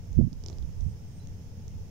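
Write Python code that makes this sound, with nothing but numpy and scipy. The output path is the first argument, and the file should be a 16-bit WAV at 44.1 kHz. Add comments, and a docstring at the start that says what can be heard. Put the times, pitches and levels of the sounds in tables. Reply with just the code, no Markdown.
"""Wet mud between grass blades, close up, where a snake slides by too quietly to hear.
A low outdoor rumble, a far drone and hiss make the bed. Puffs of wind buffet the right microphone port.
Small dry ticks, probably stems or fingers on the camera case, ring that port and knock the case,
with a faint rustle among them. An insect trills twice and a far bird peeps once."""
import sys
import numpy as np
from scipy import signal
from scipy.fft import rfft, irfft, next_fast_len
from scipy.io import wavfile
from scipy.ndimage import uniform_filter1d, map_coordinates

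SR = 44100
rng = np.random.default_rng(int(sys.argv[2]) if len(sys.argv) > 2 else 0)


def digitize_waveform(pressure):
    """Quantize a signal to 16-bit integers and store it at the path in sys.argv[1].

    Rows of a 2-D input are taken as channels; values are limited to [-1, 1].
    """
    field = np.atleast_2d(pressure).T
    bounded = np.clip(field, -1, 1)
    quanta = np.round(bounded * 32767).astype(np.int16)
    wavfile.write(sys.argv[1], SR, quanta)


N = 83790

# Tone of the open-air rumble: freq_hz, relative_db
RUMBLE_SPECTRUM = [(20, -15), (55, -8), (90, 1.5), (120, -0.5), (170, -5.5), (250, -15), (340, -26.5),
                   (450, -21), (620, -30.5), (900, -31), (1300, -52), (3000, -73)]
# How alike the rumble is on both sides: freq_hz, correlation
RUMBLE_LIKENESS = [(30, .3), (80, 0.89), (150, 0.99), (380, 0.82), (950, 0.3)]
# Where the rumble leans: freq_hz, left_minus_right_db
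RUMBLE_BALANCE = [(25, 39.5), (55, -25.5), (90, 2), (280, -5.5), (450, 6), (650, 1)]
# Tone of the hiss at each port: freq_hz, relative_db
LEFT_HISS_SPECTRUM = [(300, 1), (1500, -0.5), (2200, -0.5), (3000, 0.5), (4200, -4), (5300, 2),
                      (6300, -6.5), (7800, -9.5), (11000, -10.5), (15000, -8.5)]
RIGHT_HISS_SPECTRUM = [(300, 6.5), (1500, 3), (3000, 0.5), (4200, -4.5), (5300, 7), (6200, 7.5),
                       (7000, 2.5), (7700, -6.5), (8500, -6.5), (9500, -8.5), (13000, -7.5), (15000, -6.5)]
# Puffs of wind: peak_s, level_db, rise_s, fall_s, eddy_cutoff_hz
WIND_PUFFS = [(.155, -24.5, 0.046, .02, 90), (0.187, -9, 0.016, 0.026, 123),
              (0.193, -8.5, .007, 0.0098, 241), (0.212, -22.5, 0.0037, 0.0075, 390),
              (0.227, -14, 0.027, 0.028, 157), (0.247, -21.5, 0.018, 0.0055, 221),
              (.272, -19, 0.0061, 0.011, 193), (0.327, -30.5, 0.0095, 0.0077, 198),
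              (.38, -34, 0.055, 0.053, 67.6), (0.636, -26.5, 0.058, 0.06, 57),
              (0.691, -27.5, 0.01, 0.0092, 115), (0.824, -24.5, 0.051, 0.043, 89),
              (.872, -21.5, 0.026, 0.025, 117), (1.78, -35, 0.048, 0.051, 60)]
# Small hits on the case: start_s, ring_gain_db, ring_pitch_hz, knock_gain_db
TICK_HITS = [(.1301, -38.5, 6200, -66), (0.3302, -33, 5000, -44), (0.4384, -30.5, 5250, -44.5),
             (.462, -23.5, 5360, -38.5), (0.4849, -25.5, 5000, -38.5), (0.4998, -31, 5660, -35),
             (0.5292, -37.5, 4280, -45), (0.5848, -35, 5050, -45), (.6262, -41, 3520, -47),
             (0.8083, -36.5, 5900, -69), (1.2722, -34.5, 6200, -59), (1.6808, -34, 5940, -58)]
# Resonances of the case: pitch_hz, gain_db, t60_s
CASE_MODES = [(373, 3, 0.015), (725, -7.5, 0.011), (1050, -12, 0.006), (2400, 3.5, 0.0052)]
# Tone of the rustle's dull brush and bright fizz: freq_hz, relative_db
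BRUSH_SPECTRUM = [(100, -9.5), (400, 5), (800, -3), (1200, -13), (1600, -17.5), (3000, -23), (6000, -68)]
FIZZ_SPECTRUM = [(1500, -26), (3500, -1), (5500, 5), (7000, 5), (8500, -21)]
# Insect trills: start_s, length_s, end_level_db, pitch_hz
INSECT_TRILLS = [(.77, .155, -70.5, 8500), (1.073, 0.13, -67.5, 8560)]

TIME_S = np.arange(N) / SR
LEFT_BLEED_DB = -21  # spill from the right port into the left, for ticks and fizz


def amp(db):
    """Decibels to gain."""
    return 10 ** (np.asarray(db) / 20)


def unit(x):
    """Scale to rms 1."""
    return x / np.sqrt(np.mean(x ** 2) + 1e-20)


def curve_at(points, hz):
    """Read a curve of (freq_hz, value) points along a log frequency axis."""
    freqs, values = np.transpose(points)
    return np.interp(np.log(hz + 1), np.log(freqs + 1), values)


def wobble(rate_hz):
    """Smooth random modulation with rate_hz knots a second."""
    return map_coordinates(rng.standard_normal(256), [TIME_S * rate_hz], mode="mirror")


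def filtered(x, response):
    """EQ x with a gain given as a function of frequency."""
    size = next_fast_len(N + SR // 2)
    return irfft(rfft(x, size) * response(np.fft.rfftfreq(size, 1 / SR)), size)[..., :N]


def rolloff(ratio, order):
    """Filter slope: flat for a frequency ratio below 1, falling above it."""
    return 1 / np.hypot(1, ratio ** order)


def noise(spectrum):
    """Coloured noise of rms 1."""
    return unit(filtered(rng.standard_normal(N), lambda hz: amp(curve_at(spectrum, hz))))


def swell(peak_s, rise_s, fall_s):
    """A rounded envelope of height 1."""
    t = TIME_S - peak_s
    return np.exp(-np.abs(t / np.where(t < 0, rise_s, fall_s)) ** 1.57)


def ring(start_s, hz, t60_s, attack_s=.0001):
    """One struck resonance dying away."""
    t = np.maximum(TIME_S - start_s, 0)
    return np.sin(2 * np.pi * hz * t) * np.exp(-np.log(1000) * t / t60_s) * (1 - np.exp(-t / attack_s))


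def rumble(level_db=-41.5, left_lead_s=.00015):
    """Low rumble of the open air, reaching the left port first; width and pan vary with frequency."""
    width = lambda hz: np.arccos(np.clip(curve_at(RUMBLE_LIKENESS, hz), -1, 1)) / 2
    mid = filtered(noise(RUMBLE_SPECTRUM), lambda hz: np.cos(width(hz)))
    side = filtered(noise(RUMBLE_SPECTRUM), lambda hz: np.sin(width(hz)))
    split = np.array([[.5], [-.5]])
    pan = lambda hz: amp(curve_at(RUMBLE_BALANCE, hz) * split)
    lead = lambda hz: np.exp(2j * np.pi * hz * left_lead_s * split)
    stereo = filtered(np.array([mid + side, mid - side]), lambda hz: pan(hz) * lead(hz))
    return amp(level_db) * unit(stereo)


def drone(level_db=-47, pitch_hz=89.13):
    """A far hum, dead centre, wavering in level and pitch."""
    waver = amp(2.5 * wobble(16))
    phase = 2 * np.pi * pitch_hz * TIME_S + .32 * wobble(8.14)
    return amp(level_db) * unit(waver * np.sin(phase))


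def hiss(left_db=-64.5, right_db=-61):
    """Steady hiss, with its own colour at each port."""
    left = amp(left_db) * noise(LEFT_HISS_SPECTRUM)
    right = amp(right_db) * noise(RIGHT_HISS_SPECTRUM)
    return np.array([left, right])


def eddies(cutoff_hz):
    """Turbulent pressure at a port, held at an even strength; faster air reaches higher."""
    band = lambda hz: hz / np.hypot(hz, .4 * cutoff_hz) * rolloff(hz / cutoff_hz, 4.45)
    churn = filtered(rng.standard_normal(N), band)
    power = np.abs(signal.hilbert(churn)) ** 2
    window = signal.windows.hann(int(3 * SR / cutoff_hz))
    envelope = np.sqrt(np.abs(signal.fftconvolve(power, window, "same")) + 1e-20)
    return unit(filtered(churn / envelope, lambda hz: rolloff(hz / (2 * cutoff_hz), 4)))


def wind(sheltered_db=-37.5):
    """Short puffs hit the right port and barely reach the left; each port has its own eddies."""
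    def buffet():
        return sum(amp(db) * swell(peak_s, rise_s, fall_s) * eddies(cutoff_hz)
                   for peak_s, db, rise_s, fall_s, cutoff_hz in WIND_PUFFS)
    return np.array([amp(sheltered_db) * buffet(), buffet()])


def ticks(port_low_hz=3340, port_high_hz=7800, case_top_hz=1250, case_lag_s=.0004):
    """Each hit rings the right port brightly and draws a dull knock from the case, left of centre."""
    port, case = np.zeros(N), np.zeros(N)
    for start_s, ring_db, ring_hz, knock_db in TICK_HITS:
        snap = amp(12) * ring(start_s, hz=3930, t60_s=.00054)
        port += amp(ring_db) * (snap + ring(start_s, ring_hz, t60_s=.0035))
        for mode_hz, mode_db, t60_s in CASE_MODES:
            gain = amp(knock_db + mode_db + rng.normal(0, 1.2))
            case += gain * ring(start_s + case_lag_s, mode_hz, t60_s)
    port_band = lambda hz: rolloff(port_low_hz / (hz + 1), 6) * rolloff(hz / port_high_hz, 14)
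    port = filtered(port, port_band)
    case = filtered(case, lambda hz: rolloff(hz / case_top_hz, 3))
    return np.array([case + amp(LEFT_BLEED_DB) * port, amp(-5) * case + port])


def with_tail(hits, wet_db=-16, t60_s=.04):
    """Put a faint, short, diffuse tail behind each hit."""
    t = np.arange(SR // 4) / SR
    tail = rng.standard_normal((2, len(t))) * np.exp(-np.log(1000) * t / t60_s)
    tail /= np.linalg.norm(tail[0])
    return hits + amp(wet_db) * signal.fftconvolve(hits, tail, axes=1)[:, :N]


def rustle(brush_db=-56, fizz_db=-58):
    """A brief grainy rub under the ticks: fizz at the right port, then a dull brush through the case."""
    grain = unit(amp(2.5 * wobble(300)))
    brush = np.array([noise(BRUSH_SPECTRUM), noise(BRUSH_SPECTRUM)])
    brush *= amp(brush_db) * swell(peak_s=.535, rise_s=.072, fall_s=.052)
    fizz = amp(fizz_db) * swell(peak_s=.477, rise_s=.022, fall_s=.078) * noise(FIZZ_SPECTRUM)
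    return grain * (brush + np.array([amp(LEFT_BLEED_DB) * fizz, fizz]))


def insect(pulse_hz=135, swell_db=10, left_db=-11):
    """Two faint trills of fast, high pulses off to the right; each swells and stops short."""
    trills = np.zeros(N)
    for start_s, length_s, end_db, pitch_hz in INSECT_TRILLS:
        progress = (TIME_S - start_s) / length_s
        gate = (progress > 0) & (progress < 1)
        crescendo = amp(end_db + swell_db * (np.clip(progress, 0, 1) - 1))
        pulses = np.abs(np.sin(np.pi * pulse_hz * TIME_S + .3 * wobble(38.4))) ** 1.5
        tone = np.sin(2 * np.pi * pitch_hz * TIME_S + .99 * wobble(400))
        trills += gate * crescendo * unit(pulses * tone)
    return np.array([amp(left_db) * trills, trills])


def bird(pitch_hz=4000, left_db=-73, right_db=-66):
    """One very faint, quivering peep from a far bird."""
    tone = unit(np.sin(2 * np.pi * pitch_hz * TIME_S + .9 * wobble(170)))
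    peep = swell(peak_s=1.2, rise_s=.007, fall_s=.039) * tone
    return np.array([amp(left_db) * peep, amp(right_db) * peep])


def scene():
    """The stereo mix at the two ports: short events over a steady bed."""
    events = wind() + with_tail(ticks()) + rustle() + insect() + bird()
    return events + rumble() + drone() + hiss()


def record(dry):
    """A gentle limiter ducks on the strongest puff and recovers slowly; the very top is cut off."""
    threshold_db, duck_share, release_db_per_s, top_hz = -21, .18, 14.5, 15700
    peak_db = 20 * np.log10(np.abs(dry).max(axis=0) + 1e-9)
    over_db = np.maximum(peak_db - threshold_db, 0)
    release_db = release_db_per_s * TIME_S
    held_db = np.maximum.accumulate(duck_share * over_db + release_db) - release_db
    duck_db = uniform_filter1d(held_db, size=400)
    return filtered(dry * amp(-duck_db), lambda hz: hz < top_hz)


dry = scene()
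out = record(dry)
digitize_waveform(out)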